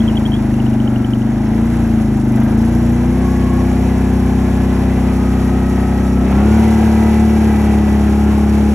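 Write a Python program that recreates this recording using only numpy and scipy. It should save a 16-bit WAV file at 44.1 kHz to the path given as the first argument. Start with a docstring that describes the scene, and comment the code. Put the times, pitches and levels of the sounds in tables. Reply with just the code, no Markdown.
"""On a muddy track at night, a two-cylinder quad bike grinds along, heard from the saddle.
Exhaust pulses ring in the pipe, and crankcase knocks, panels and teeth add higher tones tied to the engine.
Filtered noise makes gas and spray hiss in step with the firings; gliding tones are gears that whine now and then.
Short bursts of noise are the taps of a loose part, short pings are spray droplets on the bodywork,
and a frog, built from clicks of a ringing throat, creaks beside the track at the start."""
import sys
import numpy as np
from scipy import signal
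from scipy.fft import rfft, irfft
from scipy.io import wavfile
from scipy.ndimage import uniform_filter1d

SR = 44100
rng = np.random.default_rng(int(sys.argv[2]) if len(sys.argv) > 2 else 0)


def store_wav(level_fs):
    """Save 16-bit WAV to argv[1]."""
    pcm = np.round(np.clip(np.atleast_2d(level_fs), -1, 1) * 32767)
    wavfile.write(sys.argv[1], SR, pcm.T.astype(np.int16))


N = 385434

# An engine "order" is a tone at a whole number of times the engine-cycle rate.
# Speeds at which the engine's tone is described. Each entry: engine cycles per second.
ENGINE_SPEEDS = [24.5, 28.5, 32, 36]
# Uneven firing of the two cylinders. Each row: order, then its level in dB at each of the four speeds.
FIRING_ORDERS = [(1, -37, -17, -24, -13), (2, 11.5, 12.5, 10, 7.5), (3, -8, -8, -5, -5.5),
                 (4, -4, 3.5, 3, 5), (5, 9, 10, 10, 2), (6, -4, 7, 1.5, -1.5), (7, -3, -6.5, -13, -9),
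                 (8, -4.5, -4.5, 7, 5.5), (9, -6.5, -0.5, 5.5, 6), (10, -3, 10.5, -20, 5.5),
                 (11, 11, 8.5, 4, 7.5), (12, 8.5, -2.5, 5, 5.5), (13, 3, 0, -7.5, 9), (14, 2, -21, 5, -13),
                 (15, 4, -0.5, -25, -4), (16, -39, 7, 3.5, 6)]


def from_db(db):
    """Turn decibels into a gain."""
    return 10 ** (np.asarray(db) / 20)


def in_time(rows):
    """Join the points of a time table by straight lines: one value a sample for each column."""
    seconds, *columns = np.transpose(rows)
    return [np.interp(np.arange(N) / SR, seconds, column) for column in columns]


def at_hz(points, hz):
    """Read a spectrum table at any pitch, with pitch on a log scale."""
    table_hz, values = np.array(points).T
    return np.interp(np.log(np.maximum(hz, 1)), np.log(table_hz), values)


def coloured(x, points):
    """Filter to the given dB at each pitch, answering as early as possible (minimum phase)."""
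    size = 2 ** 14
    gain = from_db(at_hz(points, np.arange(size // 2 + 1) * SR / size))
    # folding the cepstrum forward in time gives the minimum-phase filter
    cepstrum = irfft(np.log(gain))
    cepstrum[1:size // 2] *= 2
    cepstrum[size // 2 + 1:] = 0
    ringing = irfft(np.exp(rfft(cepstrum)))
    return signal.fftconvolve(x, ringing)[:N]


def drift(rate):
    """Wander slowly by chance around 0: "rate" random points a second, joined smoothly."""
    points = rng.standard_normal(int(N / SR * 200) + 4)
    # worked out at every 32nd sample, then filled in
    at = np.arange(N // 32 + 2) * 32 / SR * rate
    left = at.astype(int)
    blend = .5 - .5 * np.cos(np.pi * (at % 1))
    slow = points[left] * (1 - blend) + points[left + 1] * blend
    return np.interp(np.arange(N) / 32, np.arange(len(slow)), slow)


def struck(events, seconds, pulse):
    """Lay short pulses at their times; each row starts with time and dB, pulse(t, row) gives the shape."""
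    out, t = np.zeros(N), np.arange(int(seconds * SR)) / SR
    for row in events:
        at = round(row[0] * SR)
        out[at:at + len(t)] += from_db(row[1]) * pulse(t, row)
    return out


def exhaust(per_s, cycle, throttle_db, labour_db, uneven_db):
    """One pulse pattern a cycle, built from orders, uneven from burn to burn and rung through the pipe."""
    # Exhaust pipe and body. Each row: pitch in Hz, height in dB of an engine order at that pitch.
    pipe = [(25, -32.5), (50, -28.5), (70, -15.5), (90, -11.5), (120, -15.5), (160, -31.5), (195, -11.5),
            (225, 1), (260, -21), (290, -28), (340, -22), (410, -32), (560, -38.5), (900, -61.5)]
    # Lag of the high orders at each of the four speeds, in radians per order squared.
    smear_table = [-0.0137, 0.0506, 0.0635, 0.0591]
    # The pulse turns from suck to push with speed. Each entry: half turns at one of the four speeds.
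    skew_table = [0.43, -0.72, -1.436, -1.73]
    # Orders that swell when the engine labours. Each entry: order.
    thump_orders = (1, 3)
    # One weak burn: time in seconds, length in seconds, level change in dB.
    weak_burn = (1.035, .015, -6)
    turn = 2 * np.pi * (cycle + .002 * drift(30))
    # the orders leave the pipe at slightly different moments
    smear = np.interp(per_s, ENGINE_SPEEDS, smear_table)
    skew = np.pi * np.interp(per_s, ENGINE_SPEEDS, skew_table)
    pulses = np.zeros(N)
    for k, *dbs in FIRING_ORDERS:
        level_db = np.interp(per_s, ENGINE_SPEEDS, dbs) + labour_db * (k in thump_orders)
        pulses += from_db(level_db) * np.cos(k * turn - smear * k * k + skew)
    weak_at, weak_s, weak_change_db = weak_burn
    weak_db = weak_change_db * np.exp(-((np.arange(N) / SR - weak_at) / weak_s) ** 2)
    pulses *= from_db(throttle_db + weak_db + uneven_db * drift(45))
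    return -coloured(pulses, pipe)


def crankcase(per_s, cycle, roar_db, swell_db):
    """Knocks repeat every cycle: high orders in scattered phase swell and fade, with panels and teeth."""
    # Crankcase ringing at the high orders. Each row: pitch in Hz, level in dB over the roar level.
    case = [(500, -19.5), (620, -17), (760, -14), (950, -21), (1150, -27), (1280, -22.5), (1480, -23.5),
            (1670, -24), (1850, -34), (2000, -23), (2150, -44.5), (2280, -32), (2550, -28.5), (2800, -34.5)]
    # Panels that sing when an engine order meets them. Each row: pitch in Hz, width in Hz,
    # level in dB over the roar level at the highest of the four speeds.
    panels = [(560, 40, -17), (735, 40, -11), (815, 70, -10), (2280, 60, -24)]
    # Orders that stand out at every speed, likely meshing teeth. Each row: order, dB over the roar level.
    mesh = [(16, -20), (23, -17), (36, -22)]
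    top_order = 82   # the orders stop just below this
    panel_db_per_cycle = 1.7   # the panels sing more as the speed rises
    swelling, steady = np.zeros(N), np.zeros(N)
    turn = 2 * np.pi * (cycle + .002 * drift(12))
    for k in range(len(FIRING_ORDERS) + 1, top_order):
        order = np.cos(k * turn + rng.uniform(0, 2 * np.pi))
        steady += order
        # even orders lead, as both cylinders add up
        swelling += from_db(-3.0 * (k % 2) + swell_db * drift(4.0)) * order
    out = coloured(swelling * from_db(roar_db), case)
    for hz, width_hz, level_db in panels:
        edges_hz = [hz - width_hz / 2, hz + width_hz / 2]
        band = signal.butter(2, edges_hz, "band", fs=SR, output="sos")
        speed_db = panel_db_per_cycle * (per_s - max(ENGINE_SPEEDS))
        panel_db = roar_db + level_db + speed_db + 2.0 * drift(15)
        out += from_db(panel_db) * signal.sosfilt(band, steady)
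    for k, level_db in mesh:
        out += from_db(roar_db + level_db + 3.1 * drift(7.1)) * np.cos(k * turn)
    return out


def roar(cycle, roar_db, hiss_db, flicker_db):
    """Gas and spray noise swings with each puff; noise shared by the ears mixes with noise opposite in them."""
    # Noise common to both ears. Each row: pitch in Hz, relative level in dB per Hz.
    mid_colour = [(25, -6.5), (120, 1), (230, -6.5), (330, -0.5), (430, -6.5), (541, -8), (780, -5.5),
                  (1180, -17), (1960, -17), (3300, -25), (4800, -32), (5700, -23), (8110, -30), (9100, -92),
                  (9700, -33), (11200, -25), (13300, -36.5)]
    # Noise opposite in the two ears. Each row: pitch in Hz, relative level in dB per Hz.
    side_colour = [(100, -32), (400, -15.5), (750, -13), (1200, -28.5), (1750, -46), (2500, -23.5),
                   (4000, -27.5), (5000, -25.5), (6100, -40.5), (7200, -27), (9000, -24), (11000, -25),
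                   (12000, -46), (13300, -71)]
    # Share of the opposite noise that is the common noise reaching one ear first.
    # Each row: pitch in Hz, share (over 0 means left first).
    one_sided = [(700, -.5), (3300, -.5), (4000, .6), (8800, .85), (9600, -.8)]
    # Gas puffs within an engine cycle. Each row: place in the cycle from 0 to 1, sharpness,
    # lift of the roar in dB, lift of the hiss in dB.
    puffs = [(0.401, 13, -1.5, 3.5), (.72, 0.63, 2, -1)]
    split_hz = 2720   # roar below, hiss above
    rasp_db, hiss_flicker_db = 1.0, 1.03   # burn-to-burn unevenness of the roar; flicker of the treble
    hz = np.arange(N // 2 + 1) * SR / N
    share = at_hz(one_sided, hz)
    common, own = rfft(rng.standard_normal((2, 2, N)))
    # the quarter-turn 1j makes the shared part arrive earlier in one ear
    opposite = 1j * share * common + np.sqrt(1 - share ** 2) * own
    mid_spectrum = common * from_db(at_hz(mid_colour, hz))
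    side_spectrum = opposite * from_db(at_hz(side_colour, hz))
    # two separate noises, each holding a mid (common) and a side (opposite) signal
    dull, bright = irfft(np.stack([mid_spectrum, side_spectrum], axis=1), N)
    low = signal.sosfilt(signal.butter(2, split_hz, "low", fs=SR, output="sos"), dull)
    high = signal.sosfilt(signal.butter(2, split_hz, "high", fs=SR, output="sos"), bright)
    low_db = roar_db + flicker_db * drift(12) + rasp_db * drift(70)
    high_db = hiss_db + hiss_flicker_db * drift(60)
    for place, sharpness, roar_lift_db, hiss_lift_db in puffs:
        puff = np.exp(sharpness * (np.cos(2 * np.pi * (cycle - place)) - 1))
        low_db = low_db + roar_lift_db * puff
        high_db = high_db + hiss_lift_db * puff
    mid, side = low / low[0].std() * from_db(low_db) + high / high[0].std() * from_db(high_db)
    return np.array([mid + side, mid - side])


def gears(cycle, wander_db):
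    """Meshing teeth sing as wavering tones that glide, throb once a cycle and fade in and out."""
    # Gear whines. Each row: start in seconds, end in seconds, first pitch in Hz, last pitch in Hz,
    # level in dB (averaged over the wave, before throb and wander).
    whines = [(.82, 1.198, 1350, 1320, -44), (3, 3.943, 2140, 2300, -52), (3.084, 3.692, 1090, 1091, -36),
              (3.003, 4.892, 1675, 1708, -44), (3.806, 4.7, 1385, 1370, -57), (3.803, 5, 1056, 1058, -42.5),
              (3.901, 6.1, 890, 905, -52.5), (4, 6.2, 985, 987, -48.5), (5, 6.318, 1242, 1315, -39),
              (5.298, 6.22, 1896, 1896, -44.5), (6.18, 6.554, 1900, 2000, -50),
              (6.252, 6.655, 1303, 1510, -38), (6.258, 6.517, 1012, 1190, -39),
              (6.456, 8, 2020, 1945, -41.5), (6.501, 7.25, 958, 943, -37.5), (6.656, 7.6, 1644, 1625, -43),
              (6.907, 7.8, 2270, 2350, -48), (7.45, 8.902, 800, 826, -38.5), (7.852, 8.5, 1075, 1085, -41)]
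    fade_s, throb_depth = 0.085, 0.49   # depth from 0 to 1
    out, t = np.zeros(N), np.arange(N) / SR
    for start, end, first_hz, last_hz, level_db in whines:
        on = (t > start) & (t < end)
        hz = np.interp(t[on], [start, end], [first_hz, last_hz]) * (1 + 0.00394 * drift(30)[on])
        fade = np.clip(np.minimum(t[on] - start, end - t[on]) / fade_s, 0, 1)
        throb = 1 + throb_depth * np.cos(2 * np.pi * (cycle[on] + rng.random()))
        gain = np.sqrt(2) * from_db(level_db + wander_db * drift(15)[on])
        out[on] += gain * fade * throb * np.sin(2 * np.pi * np.cumsum(hz) / SR)
    return out


def ticks(cycle, decay_s, spread_db):
    """A loose part taps once a cycle: noise snaps of a few milliseconds, uneven in strength, made bright."""
    # Strength of the taps: faint at first, strongest from about 2.3 to 3 seconds, then slowly weaker.
    # Each row: time in seconds, level in dB before the brightening.
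    tap_levels = [(0, -52), (2.0, -46), (2.3, -41), (3.0, -42), (4.5, -45), (8.74, -50)]
    # The hardest taps. Each row: time in seconds, level in dB before the brightening.
    hard_taps = [(2.1999, -32), (2.2388, -39), (2.2802, -33), (2.3206, -31), (2.36, -27), (2.4014, -29),
                 (2.4354, -30), (2.5082, -31), (2.6494, -31), (2.7501, -27), (2.9218, -30), (3.3039, -31)]
    beat_s = 2.4011   # one of the taps; the others are whole cycles away
    beats = np.arange(cycle[round(beat_s * SR)] % 1, cycle[-SR // 20])
    at = np.searchsorted(cycle, beats)
    level_db = in_time(tap_levels)[0][at] + spread_db * rng.standard_normal(len(at))
    taps = [*np.column_stack([at / SR, level_db]), *hard_taps]
    snaps = struck(taps, .03, lambda t, row: rng.standard_normal(len(t)) * np.exp(-t / decay_s))
    # each pair: pitch in Hz, level in dB
    return coloured(snaps, [(3000, -30), (5800, 2), (8800, -10), (11000, 6), (13500, -12)])


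def ping(t, rise_s, hz):
    """A tone that swells to its full height in rise_s and then dies away."""
    return t / rise_s * np.exp(1 - t / rise_s) * np.sin(2 * np.pi * hz * t)


def droplets(lowest_db, rise_s):
    """Fine spray pings on the bodywork at chance moments and scattered high pitches."""
    # How thick the spray is. Each row: time in seconds, droplets per second.
    spray = [(0, 12), (2.0, 44), (2.4, 104), (3.0, 120), (4.6, 35), (8.74, 18)]
    born = np.flatnonzero(rng.random(N) < in_time(spray)[0] / SR)
    born = born[born < N - SR // 50]
    chance_level, chance_pitch = rng.random((len(born), 2)).T
    level_db = lowest_db + 10.0 * chance_level
    hz = 5200 * 2.9 ** chance_pitch
    return struck(np.column_stack([born / SR, level_db, hz]), .012, lambda t, row: ping(t, rise_s, row[2]))


def frog(rise_s):
    """Each click is a throat mode that swells and dies within milliseconds."""
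    # Croaks, click by click. Each row: time in seconds, peak level in dB, pitch in Hz.
    croaks = [(.0034, -24, 3250), (.0194, -31, 3330), (.0393, -32, 2980), (.0777, -22, 3180),
              (.085, -22, 3170), (.097, -27, 2930), (.112, -32, 2940), (.155, -28, 2930), (.169, -21, 3340),
              (.1745, -20, 3140), (.2534, -25, 3150), (0.261, -19.5, 3280), (.319, -24, 3170),
              (.3314, -26, 3120), (.339, -20, 3230), (.349, -28, 3300), (.3644, -30, 3350)]
    # Single lower clacks, slowing down. Each row: time in seconds, peak level in dB, pitch in Hz.
    clacks = [(.5407, -30, 2750), (.601, -25, 2900), (.6644, -27, 2950), (.7322, -30, 2850),
              (.8011, -26, 3020), (.8764, -23, 3030), (.96, -25, 2900), (1.0455, -23, 3050),
              (1.1346, -21, 3030), (1.2186, -30, 2960)]
    clack_rise_s = .0014
    clicks = [(*row, rise_s) for row in croaks] + [(*row, clack_rise_s) for row in clacks]
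    return struck(clicks, .02, lambda t, row: ping(t, row[3], row[2]))


def leaning(x):
    """The machine sits a little to the left, so the ears get opposite tilts of its tone."""
    # Balance between the ears. Each row: pitch in Hz, dB up on the left and down on the right.
    balance = [(50, .1), (100, .4), (200, .9), (400, 1.1), (700, .9), (1200, .1), (3000, -.2), (8000, 0)]
    return np.array([coloured(x[0], balance), coloured(x[1], [(hz, -db) for hz, db in balance])])


def later(x, samples):
    """Delay a sound, even by part of a sample, by turning the phase of its spectrum."""
    return irfft(rfft(x) * np.exp(-2j * np.pi * samples * np.arange(N // 2 + 1) / N), N)


def scene():
    """Speed and throttle drive the engine; frog, taps and spray reach the right ear a little later."""
    # Engine speed before wander. Each row: time in seconds, engine cycles per second.
    speed_table = [(0, 27.7), (.29, 26.5), (.66, 25), (1.09, 24.2), (1.7, 29.2), (2.14, 26.3), (2.33, 25),
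                   (2.51, 27.8), (2.68, 29.3), (2.85, 29.5), (3.2, 32), (3.55, 31.4), (3.8, 32.1),
                   (5.06, 31.9), (6.11, 32.3), (6.23, 31.9), (6.45, 35.6), (6.57, 36.9), (7.45, 36.3),
                   (7.54, 35.7), (7.96, 35.1), (8.74, 35.3)]
    # The rider's throttle. Each row: time in seconds, exhaust level in dB,
    # load in dB over what the speed alone asks.
    throttle = [(0, -6.5, 1.6), (.56, -5, 1), (.97, -6.5, 1.5), (1.31, -6.5, -0.5), (1.8, -5.5, 1.5),
                (2.29, -4.5, 0.5), (2.63, -4.5, 2), (3.07, -3.5, 0), (3.34, -3.5, 1), (6.01, -4.5, 0.5),
                (6.33, -2.5, -1), (6.47, -2, 1.5), (6.62, -4.5, 2), (8.35, -4, 0.5), (8.74, -4, 0.5)]
    hunting = .005   # share by which the speed wanders over bumps
    cruise_per_s = 32   # engine cycles per second
    roar_cruise_db, roar_db_per_cycle = -26.5, .5   # at cruise without extra load; rise per cycle per s
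    hiss_cruise_db, hiss_db_per_cycle = -42, 0.63   # the same for the treble
    hiss_follows, labour_follows = 1, 4   # dB of hiss and dB of thump for each dB of load
    easy_pull = 8.5   # cycles per second that the engine gains in a second without strain
    growl_db = .45   # lift of the roar for each cycle per second gained in a second past the easy pull
    spatter_lag = 7.3   # samples by which taps and spray reach the right ear later
    plain_speed = in_time(speed_table)[0]
    per_s = plain_speed * (1 + hunting * drift(4))
    strain = np.maximum(np.gradient(plain_speed) * SR - easy_pull, 0)
    gaining = uniform_filter1d(strain, size=SR // 12)
    throttle_db, load_db = in_time(throttle)
    over_cruise = per_s - cruise_per_s
    roar_db = roar_cruise_db + roar_db_per_cycle * over_cruise + load_db + growl_db * gaining
    hiss_db = hiss_cruise_db + hiss_db_per_cycle * over_cruise + hiss_follows * load_db
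    cycle = np.cumsum(per_s) / SR   # engine cycles turned so far
    engine = exhaust(per_s, cycle, throttle_db, labour_follows * load_db, uneven_db=0.52)
    engine += crankcase(per_s, cycle, roar_db, swell_db=3.0)
    machine = engine + gears(cycle, wander_db=2.0) + roar(cycle, roar_db, hiss_db, flicker_db=0.67)
    spatter = ticks(cycle, decay_s=0.0038, spread_db=4.5) + droplets(lowest_db=-51, rise_s=0.0024)
    call = frog(rise_s=0.0019)
    left = call + spatter
    right = np.roll(call, 4) + later(spatter, spatter_lag)
    return leaning(machine) + np.array([left, right])


def record(dry):
    """Round the peaks and cut the top, 50 dB down from the cutoff upward."""
    cutoff_hz = 14500
    rounded = 1.109 * np.tanh(dry / 1.27)
    return signal.sosfilt(signal.cheby2(8, 50, cutoff_hz, fs=SR, output="sos"), rounded)


dry = scene()
out = record(dry)
store_wav(out)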